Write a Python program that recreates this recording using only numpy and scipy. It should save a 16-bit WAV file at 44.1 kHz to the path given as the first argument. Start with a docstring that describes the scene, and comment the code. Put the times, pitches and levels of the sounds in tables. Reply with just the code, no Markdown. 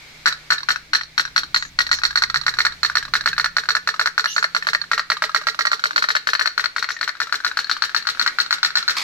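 """A tin pop-pop boat circles the rim of a plastic tub of water under a hand-held phone.
Its boiler's thin lid buckles out in two snaps and a rattle, ringing damped tin modes, with a buzz and a low gulp;
it ticks softly back as the steam condenses. The tub answers with decaying noise reflections.
Behind it a far engine hums in orders of its firing rate, shaped noise makes hiss, rush and rumble, and dull
bumps are short low tones. Noise on gliding tones makes rough far chirps, and a scuff of noise ends it."""
import sys
import numpy as np
from scipy import signal
from scipy.fft import rfft, irfft, next_fast_len
from scipy.io import wavfile
from scipy.ndimage import uniform_filter1d, minimum_filter1d, map_coordinates

SR = 44100
rng = np.random.default_rng(int(sys.argv[2]) if len(sys.argv) > 2 else 0)


def generate_wav(signal):
    """Clip the signal to [-1, 1] and save it as 16-bit WAV at the path in sys.argv[1]."""
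    frames = np.transpose(np.atleast_2d(signal))
    scaled = np.clip(frames, -1, 1) * 32767
    pcm = np.round(scaled).astype(np.int16)
    wavfile.write(sys.argv[1], SR, pcm)


def boost(x):
    """Linear amplitude factor 10**(x/20) for a level x in decibels (scalar or array-like)."""
    u = np.asarray(x, float) / 20
    return 10 ** u


N = 398523  # length in samples


def unit(x):
    """Normalisation: scales a signal to rms 1."""
    return x / np.sqrt(np.mean(x ** 2) + 1e-20)


def along(points, hz):
    """Logarithmic pitch scale: interpolates (Hz, value) points along it."""
    point_hz, value = np.transpose(points)
    return np.interp(np.log(hz + 1), np.log(point_hz + 1), value)


def curves(rows, s):
    """Piecewise-linear motion: reads each column after the time at times s."""
    time, *columns = np.transpose(rows)
    return [np.interp(s, time, column) for column in columns]


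def wobble(rate):
    """Slow random modulation: a smooth curve through `rate` random knots a second."""
    knots = rng.standard_normal(int(N * rate / SR) + 4)
    return map_coordinates(knots, [np.arange(N) * rate / SR])


def filtered(x, response):
    """Linear filtering: multiplies the spectrum of x by a response of frequency."""
    size = next_fast_len(N + 8192)
    spectrum = rfft(x, size) * response(np.fft.rfftfreq(size, 1 / SR))
    return irfft(spectrum, size)[..., :N]


def pair(gain, alike):
    """Interchannel coherence: stereo noise of rms 1 with a given spectrum and left-right likeness."""
    def response(hz):
        turn = np.arccos(np.clip(alike(hz), -1, 1)) / 2
        return gain(hz) * [np.cos(turn), np.sin(turn)]
    mid, side = filtered(rng.standard_normal((2, N)), response)
    return unit(np.array([mid + side, mid - side]))


def coloured(points, likeness):
    """Spectral shaping: stereo noise with a spectrum in dB and one likeness at all frequencies."""
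    return pair(lambda hz: boost(along(points, hz)), lambda hz: likeness + 0 * hz)


def bell(x, centre, width):
    """Gaussian window, in frequency or in time."""
    return np.exp(-.5 * ((x - centre) / width) ** 2)


def add(x, start, piece):
    """Superposition: adds piece into x from sample start on."""
    x[start:start + len(piece)] += piece[:len(x) - start]


def burst(t, db, t60, rise_s):
    """Exponential decay: an envelope that falls 60 dB in t60 seconds after a soft onset."""
    return boost(db - 60 * t / t60) * (1 - np.exp(-t / rise_s))


# Coherence of the diffuse noise. Each row: frequency in Hz, left-right likeness from 0 to 1.
ALIKE = [(60, 0.63), (240, 1), (950, 0.22), (3770, 0.043), (15000, 0.017)]
# Swell of the hiss. Each row: time in seconds, level in dB before a common 5 dB lift.
AIR_LEVEL = [(0, -46.5), (.4, -47.5), (1, -52), (5, -52.5), (6, -48), (7, -54.5), (8.4, -51), (9.04, -42)]
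# Spectrum of the hiss. Each row: frequency in Hz, relative level in dB per Hz.
HISS_SPECTRUM = [(120, -52), (200, -12), (986, -12.5), (2130, -6), (2960, -11), (4040, -7), (6760, -17.5),
                 (9400, -27), (13300, -28.5), (15100, -34), (16000, -70)]


def hiss(s):
    """Broadband noise: outdoor air hiss whose level wavers and whose channels agree only at low pitch."""
    level_db = curves(AIR_LEVEL, s)[0] + 5 + 1.7 * wobble(3.02)
    return boost(level_db) * pair(lambda hz: boost(along(HISS_SPECTRUM, hz)), lambda hz: along(ALIKE, hz))


# Swell of a far narrow rushing. Each row: time in seconds, rms level in dB.
WHIR_LEVEL = [(0, -47.5), (.5, -55), (1.8, -58), (3, -68), (9.04, -49)]


def whir(s):
    """Narrow-band noise: a far rushing near 2.2 kHz."""
    return boost(curves(WHIR_LEVEL, s)[0]) * pair(lambda hz: bell(hz, 2240, 150), lambda hz: along(ALIKE, hz))


# Far engine. 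Each row: time in seconds, firing rate in Hz, reference level of the low drone in dB,
# rms level of the fifth order in dB before it wavers.
ENGINE = [(0, 31.6, -63, -61.5), (.3, 30.7, -62, -55), (1.2, 31.4, -60.5, -60), (1.85, 32.5, -53.5, -60),
          (2.35, 32.75, -51.5, -61), (2.8, 33, -56, -59), (3.1, 33.5, -49, -64), (3.35, 33.3, -54.5, -56),
          (3.6, 34.1, -62, -61), (4.35, 34.4, -68.5, -63), (4.9, 34.1, -65, -60.5), (5.8, 31.6, -73, -69),
          (7.3, 31.23, -72, -74), (9.04, 31.37, -69, -64)]
# Low orders of the drone. Each row: multiple of the firing rate, level in dB over the drone reference.
ORDERS = [(1, -3), (2, -0.8), (4, -2.5)]


def engine(s):
    """Harmonic synthesis: wavering sines at whole multiples of the firing rate."""
    rate_hz, drone_db, fifth_db = curves(ENGINE, s)
    turn = 2 * np.pi * np.cumsum(rate_hz) / SR
    waver_db = 2.5
    tone = boost(fifth_db + waver_db * wobble(3)) * np.sqrt(2) * np.sin(5 * turn)
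    for order, db in ORDERS:
        level = boost(drone_db + db + waver_db * wobble(3.3))
        tone = tone + level * np.sqrt(2) * np.sin(order * turn)
    return tone


# Spectrum of the rumble. Each row: frequency in Hz, relative level in dB per Hz.
RUMBLE_SPECTRUM = [(15, 4.5), (30, -1), (150, -5.5), (300, -9), (600, -36)]


def rumble(s):
    """Low-frequency noise: its level follows 0.65 of the engine drone's swing in dB."""
    drone_db = curves(ENGINE, s)[1]
    level_db = -56.5 + 0.65 * (drone_db + 61) + 2.7 * wobble(3.6)
    return boost(level_db) * coloured(RUMBLE_SPECTRUM, 0.83)


# Dull bumps on the phone. Each row: centre time in seconds, frequency in Hz, peak level in dB.
BUMPS = [(.93, 307, -48.5), (2.39, 146, -41), (5.95, 304, -49)]


def bumps(s):
    """Tone bursts: low sines under short Gaussian envelopes."""
    return sum(boost(db) * bell(s, at, 0.021) * np.sin(2 * np.pi * hz * s) for at, hz, db in BUMPS)


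# Rough far chirps. Each row: start in seconds, end in seconds, first pitch in Hz, last pitch in Hz,
# bandwidth of the roughness in Hz, level in dB before a common 7 dB lift.
CHIRPS = [(1.543, 1.7, 7150, 6300, 500, -44), (1.912, 2.011, 6530, 5250, 700, -35),
          (4.27, 4.36, 2890, 2870, 90, -38.5), (4.28, 4.35, 5800, 5800, 90, -36),
          (4.266, 4.373, 11300, 11400, 198, -51.5), (4.271, 4.368, 3620, 4180, 700, -36),
          (4.295, 4.425, 6020, 6800, 600, -38), (4.328, 4.367, 6550, 6600, 100, -37.5),
          (6.894, 6.978, 5500, 6280, 700, -42)]


def chirps(s):
    """Amplitude modulation: low-passed noise rides on a gliding tone and roughens it."""
    out = np.zeros((2, N))
    for start, end, first_hz, last_hz, width_hz, db in CHIRPS:
        progress = np.clip((s - start) / (end - start), 0, 1)
        swell = (1 - np.exp(-progress / 0.022)) * (1 - progress) ** .5
        rough = pair(lambda hz: bell(hz, 0, width_hz), lambda hz: 0.19 + 0 * hz)
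        phase = 2 * np.pi * np.cumsum(first_hz + (last_hz - first_hz) * progress) / SR
        out += boost(db + 7) * swell * rough * np.sin(phase)
    return out


# Envelope of the scuff, silent before the first row. Each row: time in seconds, level in dB before its lumps.
SCUFF_LEVEL = [(8.96, -58), (8.968, -20), (9.0, -24), (9.02, -25.5), (9.037, -30)]
# Colour of the scuff. Each row: frequency in Hz, relative level in dB per Hz.
SCUFF_SPECTRUM = [(180, -66), (300, -42), (1230, -6), (1460, -18), (2100, -3.5), (2880, -16), (4440, -6),
                  (8940, -29.5), (9710, -33), (13800, -33), (16000, -57)]


def scuff(s):
    """Friction noise: the rubbing catches unevenly, so its level is lumpy."""
    knots = rng.standard_normal(N // 150 + 4)
    lumps_db = 3 * map_coordinates(knots, [np.arange(N) / 150])
    level = boost(curves(SCUFF_LEVEL, s)[0] + lumps_db) * (s > SCUFF_LEVEL[0][0])
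    return level * coloured(SCUFF_SPECTRUM, 0.57)


# Reverberation of the tub. Each row: frequency in Hz, decay time t60 in seconds.
TUB_DECAY = [(300, 0.027), (1500, 0.25), (4500, 0.26), (12000, 0.062)]


def tub(x):
    """Reverberation: convolution with noise that dies band by band, drawn anew each half second."""
    out, step = np.zeros((2, N)), SR // 2
    delay = 90  # samples, about 2 ms
    for start in range(0, N, step):
        hz, t, bands = signal.stft(rng.standard_normal((2, SR // 4)), SR, nperseg=256)
        decay = boost(-60 * t / along(TUB_DECAY, hz)[:, None])
        tail = signal.istft(bands * decay, SR, nperseg=256)[1]
        mono = x[:, start:start + step].mean(0)[None]
        wet = signal.fftconvolve(mono, tail / np.linalg.norm(tail[0]), axes=1)
        add(out[0], start + delay, wet[0])
        add(out[1], start + delay, wet[1])
    return out


# Dense weak tin modes. 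Each row: frequency in Hz, relative level in dB per Hz.
CRACK_SPECTRUM = [(180, -60), (300, -68), (494, -79), (603, -60), (762, -29), (1410, -7), (3400, -3.5),
                  (4300, 7), (4830, -17), (5610, -8), (9240, -34), (14000, -69), (16000, -58)]


def crack_grain():
    """High modal density: modes too close to tell apart are heard as shaped noise."""
    return unit(filtered(rng.standard_normal(N), lambda hz: boost(along(CRACK_SPECTRUM, hz))))


# Where the boat is. Each row: time in seconds, lag of the left port in ms, then left over right in dB
# for the low, the upper and the bright modes.
PLACE = [(.3, -0.14, 5, 10, -11.5), (1.1, -.2, 7, 19.5, -9), (1.7, -0.21, 4, 15.5, -5.5),
         (2.4, -.14, 1.5, 1, -25), (3.1, -.07, 0.5, 5.5, -18), (3.9, -.11, 3.5, -2, -20),
         (4.7, -.2, -5, 12.5, -13.5), (5.1, 0.044, 3, 5, -6.5), (5.5, .12, 0, -11, -21.5),
         (5.9, 0.28, 5, 2, -15), (6.3, .22, 4.5, 20, 8.5), (7.1, -0.081, 5, 4.5, 11.5),
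         (7.5, -0.083, 6.5, 5, 3), (7.9, 0.098, 5, 13, 11), (8.7, 0.11, 2.5, 11.5, 3)]
# How strong each family sounds from there, before each event's offsets. Each row: time in seconds,
# then level over the low modes in dB of the upper modes, bright modes, hull boom and rattle.
COLOUR = [(.3, -6, -4, -33, -14.5), (1.3, -11, -4.5, -39, -14.5), (1.9, -6, -3.5, -38, -14.5),
          (2.5, -2.5, -13, -27, -15), (3.1, -5.5, -10, -26, -13), (3.9, -6, -13, -21, -19),
          (4.7, -7.5, -11.5, -19.5, -16), (5.1, -7, -8, -18, -18), (5.7, -4, -14, -18.5, -17),
          (6.3, -11, -7.5, -21.5, -14), (7.1, -3.5, -7.5, -23.5, -10), (7.6, -14, -5, -28, -12.5),
          (8.3, -8.5, -4, -40, -7.5), (8.7, -10.5, 2.5, -37, -7.5)]
# Tin modes by family. Each row: frequency in Hz before a small random stray, relative level in dB,
# decay time t60 in seconds.
BOOM = [(603, 8, .035)]
DEEP = [(970, 4.4, 0.022), (1070, 0.64, 0.027)]
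LOW = [(1210, -11, 0.042), (1348, -7.5, 0.031), (1500, 9, .011), (1626, -11, 0.074)]
UPPER = [(1730, -1, 0.022), (1882, -9, 0.039), (2082, -7, 0.03)]
MIDDLE = [(2570, 3.5, 0.027), (2814, 2.4, 0.026), (3136, 0.67, 0.03)]
BRIGHT = [(3480, -8, 0.016), (3956, -5.5, 0.03), (4093, -4.5, 0.041), (4300, 4.5, 0.024), (4400, -8, 0.049),
          (4900, 4, 0.0055), (5500, -51, 0.0083), (5685, -6, 0.023), (6300, -13, 0.0073),
          (6800, -46, 0.034), (7440, -18, 0.031)]


def snap(out, grain, s, db, low_db, upper_db, bright_db, mains, scatter_db, crack_db):
    """Modal synthesis: one buckle rings all tin modes, heard by each port at its own strength and delay."""
    lag_ms, pan_low, pan_upper, pan_bright = curves(PLACE, s)
    place_db, _, boom_db, _ = curves(COLOUR, s)
    # each family: modes, gain in dB, left over right in dB
    families = [(BOOM, low_db + boom_db + 5.0, 0),
                (DEEP, low_db - 21.5, pan_low),
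                (LOW + [(mains[0], -1.5, .03)], low_db, pan_low),
                (UPPER + [(mains[1], -3, .035)], place_db + upper_db, pan_upper),
                (MIDDLE, -18, pan_upper),
                (BRIGHT + [(mains[2], -1.5, .03)], bright_db, pan_bright)]
    rows = [(hz, level + gain, t60, pan) for modes, gain, pan in families for hz, level, t60 in modes]
    hz, level, t60, pan = np.transpose(rows)
    pitch_luck, level_luck, phase_luck = rng.standard_normal((3, len(hz)))
    t = np.arange(SR // 16) / SR
    pole = 2j * np.pi * hz * (1 + .004 * pitch_luck) - np.log(1000) / t60
    ring = np.exp(t * pole[:, None])
    pick = rng.integers(N - len(t))
    crack = burst(t, db + crack_db, 0.056, 0.0021) * grain[pick:pick + len(t)]
    rise = (1 - np.exp(-t / 0.0004)) ** 2  # the buckle takes a moment to run across the lid
    for port, side in enumerate((.5, -.5)):
        mode_db = db - 6.5 + level + side * pan + scatter_db * level_luck
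        weight = boost(mode_db) * np.exp(.25j * phase_luck)
        start = round((s - .0011 + side * lag_ms / 1000) * SR)  # begins 1.1 ms ahead of the nominal time
        add(out[port], start, (weight @ ring).imag * rise + crack)


BRIGHT_SCATTER_DB = 2.5  # random spread of the bright ring between events


def buzz_burst(buzz, s, db, t60):
    """Envelope of buzzing edges: a quick creep up, then exponential decay."""
    add(buzz, round(s * SR), burst(np.arange(SR // 10) / SR, db, t60, .002))


def gulp(gulps, s, db):
    """Resonance: water sucked back into the pipes gulps at one low pitch."""
    t = np.arange(SR // 10) / SR
    add(gulps, round((s + .026) * SR), burst(t, db, 0.081, 0.0076) * np.sin(2 * np.pi * 443 * t))


# The lid settling back. Each row: time in seconds, relative level in dB, favoured pitch in Hz.
TICKS = [(0.3261, -15.5, 1410), (0.5826, -17, 1720), (0.6062, -28, 1740), (0.6322, -21, 1100),
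         (0.7603, -17, 1480), (1.0119, -17.5, 1853), (1.0349, -22.5, 1770), (1.2528, -17, 1539),
         (1.2772, -25, 1500), (1.4346, -18.0, 1500), (1.6252, -15, 1915), (1.6517, -22.5, 1733),
         (1.8673, -12, 1880), (1.8925, -25, 1740), (1.988, -15, 1660), (2.0179, -21, 1456),
         (2.1084, -16.5, 1620), (2.1297, -24, 1668), (2.3002, -13.5, 1900), (2.4143, -18.5, 1270),
         (2.4361, -22, 1658), (2.54, -14, 1680), (2.5699, -21.0, 1440), (2.6386, -28.5, 1787),
         (2.7229, -22.5, 1658), (2.7383, -31, 1711), (2.89, -32, 1873), (2.8994, -15.5, 1238),
         (2.9174, -23, 1690), (3.0273, -15, 1630), (3.0527, -20, 1717), (3.0813, -22, 1152),
         (3.2096, -15.5, 1660), (3.2397, -25, 1733), (3.3313, -16, 1600), (3.3657, -22, 1720),
         (3.6369, -19, 1550), (3.6567, -22.5, 1650), (3.9417, -16, 1270), (3.9623, -22.5, 1668),
         (4.1062, -30, 1865), (4.6253, -15, 1800), (4.6482, -23, 1733), (4.8162, -18, 1600),
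         (4.8403, -26.5, 1740), (5.1695, -15.5, 1210), (5.2947, -18.5, 1307), (5.3174, -26.5, 1640),
         (5.4147, -17.5, 1240), (5.4372, -26.5, 1415), (5.5462, -18, 1396), (5.7948, -16.5, 1440),
         (5.8206, -30, 1490), (5.9091, -14.5, 1240), (5.9325, -25, 1710), (6.6285, -28, 1431),
         (6.9663, -21.5, 1850), (6.9904, -27, 1770), (7.1534, -28, 1460), (7.1695, -29, 1706),
         (7.2714, -19, 1350), (7.2959, -24.5, 1740), (7.4039, -21, 1545), (7.4386, -25, 1514),
         (7.5149, -20.5, 1137), (7.645, -23.5, 1614), (7.6705, -26, 1710), (7.7671, -16, 1260),
         (7.8948, -19, 1636), (7.9169, -28, 1711), (8.0251, -23, 1390), (8.0534, -27, 1431),
         (8.1494, -22, 1399), (8.1732, -25.5, 1463), (8.462, -21.5, 1399), (8.5843, -20, 1433),
         (8.7055, -22.5, 1408), (8.8275, -17, 1360), (8.9552, -23, 1453)]


def ticks(out, buzz, grain, creaks):
    """Weak impulsive excitation: the lid settles back with soft ticks, creaks among them."""
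    for s, db, hz in list(TICKS) + creaks:
        bright_db = curves(COLOUR, s)[1] - 0.1 + BRIGHT_SCATTER_DB * rng.standard_normal()
        snap(out, grain, s, db, 0, -1.5, bright_db, [hz, hz, 3940], scatter_db=4.5, crack_db=-19.0)
        buzz_burst(buzz, s, db - 20, 0.068)


# Pops of the lid. Each row: time of the first snap in seconds, its relative level in dB,
# wait for the second snap in ms, relative level of the second snap in dB.
POPS = [(0.2591, 3.5, 13.6, -1), (0.505, 2.5, 16, -2.5), (0.688, 1.5, 17.6, -3.5), (0.934, 0.5, 16, -2.5),
        (1.1797, 0.5, 16.9, -3), (1.3629, -0.5, 16.1, -3), (1.5455, -1.5, 17, -3), (1.7896, 0, 16.2, -3),
        (1.9151, 1.5, 14.1, -5.5), (2.0359, -1.5, 16.3, -5.5), (2.1578, -3, 17, -4.5),
        (2.222, -2, 15.4, -5.5), (2.3442, -3.5, 15.5, -6), (2.4659, -3, 15.5, -3),
        (2.588, -1.5, 16.7, -5.5), (2.6513, 0.5, 15.4, -6), (2.8321, -1.5, 16.8, -6.5),
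        (2.9548, -2, 15.8, -7), (3.138, -1.5, 16, -5), (3.2599, -1, 15.8, -7.0), (3.3809, -3.5, 17.5, -6.5),
        (3.4444, -4, 15.7, -7), (3.5678, -3.5, 16.5, -7), (3.6891, -1.5, 17, -6.5),
        (3.752, -4.0, 15.5, -5.5), (3.875, -3, 15, -7), (3.9958, -1.5, 17.6, -6.0),
        (4.0594, -2.0, 14.2, -6), (4.1798, -2.5, 16.2, -6.5), (4.2432, -7, 15.2, -7.5),
        (4.3644, -4, 17.1, -5.5), (4.4274, -4.5, 15.3, -3), (4.549, -4, 16.3, -5.5), (4.67, -3.5, 17.9, -8),
        (4.7331, -4.5, 16.2, -4), (4.9157, -2.5, 18, -6.0), (4.9789, -4.5, 16.6, -7),
        (5.1019, -3.5, 17.1, -5), (5.2225, -2, 17.5, -4), (5.3475, -1.5, 14.8, -5.5), (5.4703, -2, 16, -8),
        (5.5915, -4, 17.6, -6.5), (5.6535, -3.5, 16.8, -4), (5.7169, -4, 15, -5.5),
        (5.8399, -3.5, 16.8, -5.5), (5.9618, -2.5, 18.0, -2), (6.0243, -3.5, 17.4, -5),
        (6.088, -3, 16.7, -5), (6.1525, -3, 13.3, -5), (6.2721, -2, 17.8, -9.5), (6.334, -3.5, 17.8, -6.5),
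        (6.395, -3.5, 16.8, -5), (6.4587, -3.5, 15.7, -9), (6.5792, -5.5, 17, -8.5),
        (6.6419, -7, 16.6, -10.5), (6.764, -6, 18.6, -14), (6.8265, -8.5, 17.3, -12),
        (6.8898, -10, 16, -13.5), (7.0125, -8.5, 17.5, -11), (7.0778, -7.5, 14.6, -12),
        (7.203, -6.5, 14.2, -10), (7.3255, -4.5, 17.7, -11), (7.4481, -4, 17.3, -9), (7.5725, -4, 18, -9),
        (7.697, -6.5, 17.0, -7), (7.8225, -4.5, 16.6, -9.5), (7.9476, -4.0, 16.6, -9.0),
        (8.0713, -5, 17.8, -9.5), (8.1963, -4.5, 17.4, -10.5), (8.2634, -4.5, 13.4, -8),
        (8.3867, -5.0, 15.4, -9.5), (8.5091, -5, 18.4, -6.5), (8.6312, -3.5, 17.7, -7.5),
        (8.7553, -3.5, 17, -7.5), (8.88, -3.5, 16.7, -10.5)]
# Strongest mode of each family as heard from each place, before a random stray. Each row: time in seconds,
# low mode in Hz, upper mode in Hz, bright mode in Hz.
MAIN = [(.3, 1477, 1720, 4400), (1.1, 1490, 1790, 4150), (1.6, 1440, 1870, 4300), (2.3, 1460, 1840, 4320),
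        (2.8, 1429, 1765, 4310), (4.3, 1453, 1743, 4334), (5.1, 1374, 1897, 4454), (5.6, 1387, 1894, 4390),
        (6.2, 1500, 1720, 4425), (6.7, 1470, 1890, 4370), (7.2, 1477, 1735, 4450), (7.9, 1435, 1730, 4374),
        (8.3, 1433, 1925, 4385), (8.7, 1475, 1793, 4360)]


def pops(out, buzz, gulps, grain):
    """Snap-through buckling: two snaps, the second richer in upper modes, then a rattle and a gulp."""
    wander = 0.011  # each buckle bends the lid differently: share by which the strongest modes stray
    rest_s, weak_db = .09, -27  # a full rattle needs this rest since the last; change in level without it
    faint_db = -19  # crack of both snaps
    rattled_s, creaks = -1, []
    for (s, db, wait_ms, second_db), luck in zip(POPS, rng.standard_normal((len(POPS), 11))):
        mains = np.array(curves(MAIN, s))
        second = s + wait_ms / 1000
        late = second + .0115
        bright_db, boom_db, rattle_db = curves(COLOUR, s)[1:]
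        if s - rattled_s > rest_s:
            rattled_s = s
            # a faint early tick follows a full rattle
            creaks.append((s + .056 + .005 * luck[9], -34.5 + 3 * luck[10], mains[1]))
        else:
            rattle_db += weak_db
        first_bright_db = bright_db + BRIGHT_SCATTER_DB * luck[0]
        second_bright_db = bright_db + 4 + BRIGHT_SCATTER_DB * luck[4]
        snap(out, grain, s, db, 0, 0.55, first_bright_db, mains * (1 + wander * luck[1:4]),
             scatter_db=1.65, crack_db=faint_db)
        snap(out, grain, second, second_db, 0, 9.15, second_bright_db, mains * (1 + wander * luck[5:8]),
             scatter_db=2.17, crack_db=faint_db)
        # the thin rattle is mostly crack and bright ring
        snap(out, grain, late, db + rattle_db - 11.5, -28, -18, 10.1, [mains[0], mains[1], 3950],
             scatter_db=1.5, crack_db=7.0)
        buzz_burst(buzz, s, db - 21, 0.072)
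        buzz_burst(buzz, second, second_db - 28.5, 0.079)
        buzz_burst(buzz, late - .006, db + rattle_db - 13, 0.1)
        gulp(gulps, s, db + .5 * rattle_db + boom_db - 2.0)  # loudest where the hull booms
    return creaks


# Thin tin edges buzzing. Each row: frequency in Hz, relative level in dB per Hz.
SIZZLE_SPECTRUM = [(2940, -12), (5000, -0.5), (5650, 0), (6290, -7.5), (7530, -10.5), (9280, -22),
                   (11400, -18.5), (12600, -21.5), (14100, -22), (15200, -34), (16000, -48)]


def boat():
    """Radiation efficiency: so small a lid hardly radiates low or very high tones, so its ring is band-passed."""
    ring, buzz, gulps = np.zeros((2, N)), np.zeros(N), np.zeros(N)
    grain = crack_grain()
    creaks = pops(ring, buzz, gulps, grain)
    ticks(ring, buzz, grain, creaks)
    lid_band = np.vstack([signal.butter(4, [800, 8000], "bandpass", fs=SR, output="sos"),
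                          signal.butter(2, [670, 820], "bandstop", fs=SR, output="sos")])
    return signal.sosfilt(lid_band, ring) + gulps + buzz * coloured(SIZZLE_SPECTRUM, 0.29)


# Share of the walls' answer, greatest at the end as the phone draws back.
# Each row: time in seconds, level in dB.
WET = [(0, -10.5), (1.5, -13.5), (4.5, -12.5), (7.5, -10.5), (9.04, -6)]


def scene():
    """Superposition: the boat, its tub's reverberation and the surroundings."""
    s = np.arange(N) / SR
    tin = boat()
    walls = boost(curves(WET, s)[0]) * tub(tin)
    yard = hiss(s) + whir(s) + rumble(s) + engine(s) + bumps(s)
    return tin + walls + yard + chirps(s) + scuff(s)


def roll_off(x):
    """The treble ends steeply here."""
    return signal.sosfilt(signal.butter(12, 16460, fs=SR, output="sos"), x)


def record(dry):
    """Peak limiting: the phone ducks both ports together for the highest peaks."""
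    needed = np.minimum(1, .95 / (np.abs(dry).max(0) + 1e-9))
    gain = uniform_filter1d(minimum_filter1d(needed, size=265), size=131)  # held, then smoothed, in samples
    return roll_off(dry * gain)


dry = scene()
out = record(dry)
generate_wav(out)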